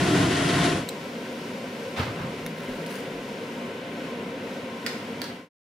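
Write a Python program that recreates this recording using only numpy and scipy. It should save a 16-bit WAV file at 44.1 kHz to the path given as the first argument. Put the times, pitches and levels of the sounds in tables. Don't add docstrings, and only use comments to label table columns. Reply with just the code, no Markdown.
import sys
import numpy as np
from scipy import signal
from scipy.fft import rfft, irfft
from scipy.io import wavfile
from scipy.ndimage import uniform_filter1d

SR = 44100
rng = np.random.default_rng(int(sys.argv[2]) if len(sys.argv) > 2 else 0)


def file_out(sig):
    cols = np.atleast_2d(sig).T
    lim = np.clip(cols, -1, 1)
    pcm = np.round(lim * 32767).astype(np.int16)
    wavfile.write(sys.argv[1], SR, pcm)


N = 249606
TIME, FREQ = np.arange(N) / SR, np.fft.rfftfreq(N, 1 / SR) + 1e-3

# frequency in Hz, level in dB.
RUSH_TONE = [(15, -58), (25, -27), (69, -26), (96, -15.5), (129, -11), (240, 1), (297, -1.5), (322, -9.5),
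             (359, -4.5), (537, -4.5), (826, -14.5), (970, -13), (1140, -18.5), (2300, -16), (15500, -42.5)]
# centre in Hz, width in Hz, boost or cut in dB.
RUSH_RESONANCES = [(105, 5.2, 8), (164, 28, 4.5), (250, 14, 3), (273, 13.4, -5.5), (283, 21, 3.5),
                   (343, 44, -3), (371, 18, 6), (412, 9.1, 3), (432, 16, -5), (466, 42, 4), (522, 46, 5),
                   (654.4, 39, -6.5), (691, 18, 7), (865, 99, -1.5), (875, 11, 1.5), (939, 15, 9.5),
                   (994, 43, 3.5), (1052, 13, 13.5), (1200, 120, -0.5), (1339, 24, 7.5), (1523, 88, 7.5),
                   (1726, 150, -2), (2010, 180, 2.5), (2310, 120, 0.5), (2960, 290, 2), (4520, 200, 0.5),
                   (5340, 260, 2.5), (6450, 100, 1.5), (10000, 1600, 2.5), (11100, 900, -1),
                   (12530, 920, 5.5)]
# frequency in Hz, likeness (1 means the same).
RUSH_LIKENESS = [(30, .94), (100, .992), (200, 1), (600, 0.97), (900, 0.58), (1700, 0.36), (3300, 0.57),
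                 (6000, 0.59), (8000, 0.042), (12000, -0.13)]
# start in seconds, level in dB, hold in seconds.
DRONE_SWELLS = [(2.133, -40.5, 0.093), (2.415, -39.5, 0.1), (2.754, -44, 0.079)]
# middle in seconds, level in dB.
BUMPS = [(2.24, -52), (2.46, -53), (2.73, -53), (3.17, -59)]

# start in seconds, hiss in dB, ringing slips in dB, hold in seconds.
RUSTLE_STROKES = [(2.544, -49.5, -66, 0.17), (2.86, -45.5, -55, 0.073)]
# frequency in Hz, level in dB.
RUSTLE_TONE = [(600, -18), (1600, 9.5), (4000, 0), (7500, -10), (10600, -7), (11600, -11), (15000, -11)]
# frequency in Hz, likeness.
RUSTLE_LIKENESS = [(600, .8), (4000, 0.64), (9000, 0.25)]
# start in seconds, level in dB, rise, hold and decay in seconds,
# treble tilt in dB per octave, thud pitch in Hz.
SHUFFLES = [(1.959, -28.5, 0.015, 0.038, 0.059, 0, 86), (2.062, -36, .01, .01, 0.044, -3.5, 85),
            (2.17, -34, 0.013, 0.049, 0.085, -5, 131)]
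# frequency in Hz, level in dB.
SHUFFLE_TONE = [(25, -21), (55, -30), (80, -1), (130, 3), (190, -6), (250, 0.5), (550, -8), (1200, -3.5),
                (2500, -10), (4500, -15.5), (7000, -29), (15000, -36)]
# time in seconds, level in dB, pitch in Hz.
CATCHES = [(2.004, -20, 450), (2.015, -26, 550), (2.028, -25, 700), (2.080, -28, 250)]

# start in seconds, level in dB, pitch factor, ring in dB,
# damping factor, bass cut-off in Hz, bounce delay in seconds, bounce level in dB.
TICK_HITS = [(0.8888, -21.5, 1, -2, 1, 2400, 0.0038, -5)]
TAP_HITS = [(2.4638, -21.5, 1, -1.5, 1, 750, 0.0065, -11)]
RATTLE_HITS = [(2.8628, -33, 1, -6, 1, 2000, .005, -4), (2.907, -40, 1, 3, 1, 5000, .009, -2),
               (2.928, -41, 1.01, 1, 1, 4000, .012, -1), (2.956, -34.5, 1, -1, 1, 1200, 0.0064, -4)]
# the same eight, then crack decay in seconds and knock, snap and treble in dB.
CLACK_HITS = [(4.8636, -18.5, 1, -4.5, 0.76, 1100, .0058, -10, .0028, 1.5, 0.5, 0.5),
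              (5.2172, -24.5, 0.93, -1, 1.45, 500, .024, -9, 0.0033, -8, 1, 5)]
# pitch in Hz, level in dB, seconds to fall by 60 dB.
TICK_MODES = [(3880, -2, .008), (4100, 3.5, .012), (7600, 2, 0.0088), (7970, 3.5, 0.00715),
              (12660, -12.5, .012)]
TAP_MODES = [(1520, -8, .018), (2200, -7, .016), (3630, -1.5, .012), (5900, -13, .01), (11100, -6, 0.01),
             (12450, -8, .012)]
RATTLE_MODES = [(1610, 0, .06), (2800, -2, .05), (4780, -5, 0.037), (6080, -6, 0.024), (7600, -12, .02),
                (8850, -7, .03), (10350, -5, 0.033), (10700, -8, .025), (12000, -9, .025),
                (13400, -13, .02), (14900, -12, .02)]
CLACK_MODES = [(1455, -4.5, 0.055), (1780, -3, 0.056), (1940, -3, .035), (2200, -11, .02), (3480, -4, 0.03),
               (3730, -10, .025), (4280, -6, .025), (4620, -2, .028), (4740, -1.5, 0.032), (4980, -6, .028),
               (5160, -4.5, 0.032), (6180, -6.5, 0.025), (8060, -15, .025), (10450, -14.5, 0.035)]
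# frequency in Hz, level in dB.
TICK_CRACK = [(3000, -7), (6000, -4.5), (15000, -6.5)]
TAP_CRACK = [(2400, -2), (4400, -7), (6500, -9), (7800, -13), (11000, -7), (15000, -12)]
RATTLE_CRACK = [(5500, 1), (9000, -9), (15000, -7)]
CLACK_CRACK = [(1500, -2.5), (2800, -8), (3900, -5), (4700, 1), (5600, -4), (9000, -10), (15000, -18)]
# middle in seconds, level in dB, pitch and width in Hz, half length in seconds.
SQUEAKS = [(.359, -34, 3900, 1500, .004), (0.501, -36, 3800, 1600, .008), (0.615, -27.5, 3460, 400, .005),
           (.70, -32, 4800, 1500, .003)]

# frequency in Hz, level in dB.
HOOD_TONE = [(18, -56), (30, -26), (143, 0), (222, -4), (312, -1.5), (485, -11.5), (538, -14.5),
             (680, -6.5), (928, -18), (1060, -14), (1170, -14), (1370, -16.5), (3410, -22.5), (10200, -33),
             (11200, -37), (12000, -49), (15000, -62)]
# centre in Hz, width in Hz, boost or cut in dB.
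HOOD_RESONANCES = [(184, 55, 2.5), (225, 23, -9.5), (317, 150, 2.5), (377, 13, 5), (550, 160, -6),
                   (750, 110, -3.5), (840, 80, 0.5), (1045, 82, 3), (1190, 100, -6), (1450, 140, 3.5),
                   (1624, 67, -1), (1854, 160, 5), (2530, 400, 0), (3240, 650, 3), (10500, 1900, 3),
                   (15000, 900, -10)]
# frequency in Hz, likeness.
HOOD_LIKENESS = [(30, .94), (100, 1), (200, 0.99), (420, 0.96), (600, 0.19), (1300, 0.53), (3400, 0.84),
                 (6000, 0.29), (9000, -0.12), (13000, -0.53)]
# time in seconds, low roar in dB, hiss in dB.
HOOD_LEVELS = [(0, -23, -22), (.25, -22, -23), (.35, -26.5, -22.5), (.5, -23.5, -22.5), (.62, -22.5, -22),
               (.7, -23, -22)]
# pitch in Hz, level in dB.
MOTOR_TONES = [(140, -41.5), (164, -47), (274.5, -37), (349.9, -43.5), (624.5, -45), (701.5, -39.5),
               (1047, -46.5), (1394, -52), (1486, -50.5), (2024, -49), (2704, -50.5), (3402, -55)]


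def undb(db):
    return 10 ** (np.asarray(db) / 20)


def unit(x):
    return x / np.sqrt(np.mean(x ** 2))


def spectrum(rows):
    hz, value = np.transpose(rows)
    return np.interp(np.log(FREQ), np.log(hz), value)


def resonances(rows):
    return sum(db / (1 + (2 * (FREQ - hz) / width) ** 2) for hz, width, db in rows)


def colour(x, db):
    return irfft(rfft(x) * undb(db), N)


def wander(rate):
    step = int(SR / rate)
    held = np.repeat(rng.standard_normal(N // step + 1), step)
    return unit(uniform_filter1d(uniform_filter1d(held, step), step)[:N])


def swell(start, rise, hold, decay):
    age = np.maximum(TIME - start, 0)
    return np.minimum(age / rise, 1) * np.exp(-np.maximum(age - rise - hold, 0) / decay)


def fade_out(end_s, length_s):
    return np.clip((end_s - TIME) / length_s, 0, 1)


def pan(left_db):
    return undb(np.array([[left_db], [-left_db]]) / 2)


def stereo_noise(tone_db, likeness, left_db):
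    mid, side = rfft(rng.standard_normal((2, N)))
    like = np.clip(spectrum(likeness), -.999, .999)
    both = mid * np.sqrt(1 + like) + np.array([[1], [-1]]) * side * np.sqrt(1 - like)
    lean = pan(left_db) ** (FREQ ** 4 / (FREQ ** 4 + 400 ** 4))
    return unit(irfft(both * undb(tone_db) * lean, N))


def walls(x, echoes):
    copies = sum(undb(db) * np.exp(-2j * np.pi * FREQ * lag) for lag, db in echoes)
    return unit(irfft(rfft(x) * (1 + copies * FREQ / (FREQ + 900)), N))


def room(x, wet_db, t60, dull_hz):
    t = TIME[:SR // 2]
    tail = rng.standard_normal((2, len(t))) * undb(-60 * t / t60) * np.clip(t / 0.0079, 0, 1)
    tail /= np.sqrt(np.sum(tail ** 2) / 2)
    wet = signal.fftconvolve(np.atleast_2d(x), tail, axes=1)[:, :N]
    return undb(wet_db) * colour(wet, -10 * np.log10(1 + (FREQ / dull_hz) ** 2))


def knock(t, hz):
    u = (np.pi * hz * t) ** 2
    return (1 - 2 * u) * np.exp(-np.minimum(u, 100))


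def strikes(hits, modes, crack_tone, crack_s, spread, knock_db=-60, knock_hz=2000):
    rings, cracks, t = np.zeros((2, N)), np.zeros((2, N)), TIME[:SR // 4]
    for s, db, pitch, ring_db, damping, low_hz, bounce_s, bounce_db in hits:
        bass_cut = signal.butter(2, low_hz, "highpass", fs=SR, output="sos")
        for start, hit_db in ((s, db), (s + bounce_s, db + bounce_db)):
            phases = rng.uniform(0, 2 * np.pi, (len(modes), 1, 1))
            phases = phases + spread * rng.standard_normal((len(modes), 2, 1))
            ring = sum(undb(mode_db - 60 * damping * t / t60) * np.sin(2 * np.pi * hz * pitch * t + p)
                       for (hz, mode_db, t60), p in zip(modes, phases))
            body = .5 * undb(ring_db) * ring + undb(knock_db) * knock(t - 1 / knock_hz, knock_hz)
            noise = rng.standard_normal(len(t)) + spread * rng.standard_normal((2, len(t)))
            crack = noise * np.exp(-t / crack_s)
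            i = int(start * SR)
            rings[:, i:i + len(t)] += undb(hit_db) * signal.sosfilt(bass_cut, body)[:, :N - i]
            cracks[:, i:i + len(t)] += undb(hit_db) * signal.sosfilt(bass_cut, crack)[:, :N - i]
    return rings + colour(cracks, spectrum(crack_tone))


def soft_rush(level_db=-35, settle_s=1.1, sag_start_s=4.6, sag_length_s=0.23):
    rush = stereo_noise(spectrum(RUSH_TONE) + resonances(RUSH_RESONANCES), RUSH_LIKENESS, left_db=1.65)
    rush = walls(rush, [(.0043, -16.5), (.0091, -12.5), (.0153, -19.5)])
    hiss = colour(rush, spectrum([(2000, -43), (4500, 4)]))
    middle = colour(rush, spectrum([(230, -28), (340, -2.5), (580, 1), (850, -28)]))
    rumble = colour(rush, spectrum([(55, 2), (100, -40.5)]))
    hiss_db = -1.5 + 4.5 * np.exp(-TIME / settle_s) + 0.47 * wander(8.7)
    middle_db = -2.5 * np.clip((TIME - sag_start_s) / sag_length_s, 0, 1)
    for band, db in ((hiss, hiss_db), (middle, middle_db), (rumble, 1.6 * wander(5.8))):
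        rush = rush + band * (undb(db) - 1)
    return rush * undb(level_db + 0.35 * wander(10))


def drone(hz=163.4):
    note = np.sqrt(2) * np.sin(2 * np.pi * hz * np.cumsum(1 + 0.0151 * wander(10)) / SR)
    return note * sum(undb(db) * swell(s, 0.055, hold, 0.031) for s, db, hold in DRONE_SWELLS)


def bumps(half_length_s=.04):
    tone = spectrum([(15, -30), (28, 3), (42, 2), (65, -29), (200, -80)])
    deep = unit(colour(rng.standard_normal(N), tone))
    return deep * sum(undb(db) * np.exp(-((TIME - s) / half_length_s) ** 2) for s, db in BUMPS)


def rustle(slips_per_s=160, scatter_db=3):
    brush = stereo_noise(spectrum(RUSTLE_TONE), RUSTLE_LIKENESS, left_db=1)
    brush = unit(brush * undb(2.7 * wander(500)))
    slips = rng.random(N) < slips_per_s / SR
    slips = slips * undb(scatter_db * np.clip(rng.standard_normal(N), -2, 2))
    t = TIME[:SR // 20]
    ring = sum(undb(db - 60 * t / t60) * np.sin(2 * np.pi * (hz * t + .5 * rng.random((2, 1))))
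               for hz, db, t60 in RATTLE_MODES)
    jingle = unit(signal.fftconvolve(slips[None], ring, axes=1)[:, :N])
    return sum((undb(hiss_db) * brush + undb(slip_db) * jingle) * swell(s, 0.035, hold, 0.075)
               for s, hiss_db, slip_db, hold in RUSTLE_STROKES)


def shuffles(thud_lag_s=0.02):
    out = sum(undb(db) * knock(TIME - s, hz) for s, db, hz in CATCHES)
    out = out + room(out, wet_db=-10, t60=.35, dull_hz=3000)
    for s, db, rise, hold, decay, tilt, thud_hz in SHUFFLES:
        tone = spectrum(SHUFFLE_TONE) + tilt * np.log2(1 + FREQ / 1000) + resonances([(thud_hz, 45, 7)])
        scrape = unit(stereo_noise(tone, RUSH_LIKENESS, left_db=-0.5) * undb(0.81 * wander(300)))
        thud = colour(scrape, spectrum([(300, -2.5), (700, -26)]))
        grit = (scrape - thud) * swell(s, rise, hold, decay)
        out = out + undb(db) * (grit + thud * swell(s + thud_lag_s, rise, hold, decay))
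    return out


def tick():
    return strikes(TICK_HITS, TICK_MODES, TICK_CRACK, crack_s=0.0016, spread=0.21)


def tap():
    return strikes(TAP_HITS, TAP_MODES, TAP_CRACK, crack_s=0.0018, spread=0.21,
                   knock_db=-4.5, knock_hz=1700)


def rattle():
    return strikes(RATTLE_HITS, RATTLE_MODES, RATTLE_CRACK, crack_s=0.0011, spread=0.5)


def utensil_clacks():
    out = 0
    for *hit, crack_s, knock_db, snap_db, treble_db in CLACK_HITS:
        clack = strikes([hit], CLACK_MODES, CLACK_CRACK, crack_s, spread=0.67,
                        knock_db=knock_db, knock_hz=1880)
        out = out + colour(clack, spectrum([(2500, 0), (4500, snap_db), (7000, 0), (13000, treble_db)]))
    return out


def squeaks():
    out = 0
    for s, db, hz, width, half_length in SQUEAKS:
        peak = -20 * np.log10(1 + (2 * (FREQ - hz) / width) ** 2)
        band = unit(colour(rng.standard_normal(N), peak))
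        out = out + undb(db) * band * np.exp(-((TIME - s) / half_length) ** 2)
    return out


def motor_hum():
    motor_time = np.cumsum(1 + 0.0021 * wander(6)) / SR
    hum = 0
    for hz, db in MOTOR_TONES:
        level = undb(db + 2.1 * wander(13)) * np.sqrt(2)
        hum = hum + level * np.sin(2 * np.pi * (hz * motor_time + rng.random()))
    return hum


def hood():
    air = stereo_noise(spectrum(HOOD_TONE) + resonances(HOOD_RESONANCES), HOOD_LIKENESS, left_db=2)
    air = walls(air, [(.0031, -15.5), (.0074, -22), (.0127, -17)])
    lows = colour(air, spectrum([(400, 2), (900, -29)]))
    times, roar_db, hiss_db = np.transpose(HOOD_LEVELS)
    roar = lows * undb(np.interp(TIME, times, roar_db))
    hiss = (air - lows) * undb(np.interp(TIME, times, hiss_db) + 0.83 * wander(60))
    return (roar + hiss + motor_hum()) * fade_out(end_s=0.87, length_s=0.2)


def scene():
    fan = hood() + soft_rush()
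    close = tick() + tap() + rattle()
    clacks = utensil_clacks()
    close = close + room(close, wet_db=-8, t60=.3, dull_hz=11000)
    clacks = clacks * pan(-6) + room(clacks, wet_db=0.5, t60=0.48, dull_hz=15000)
    return fan + close + clacks + shuffles() + rustle() + drone() + bumps() + squeaks()


def record(dry, gain_db=1.28, top_hz=15600):
    faded = dry * undb(gain_db) * fade_out(end_s=5.49, length_s=.2)
    return signal.sosfilt(signal.ellip(10, .2, 80, top_hz, fs=SR, output="sos"), faded)


dry = scene()
out = record(dry)
file_out(out)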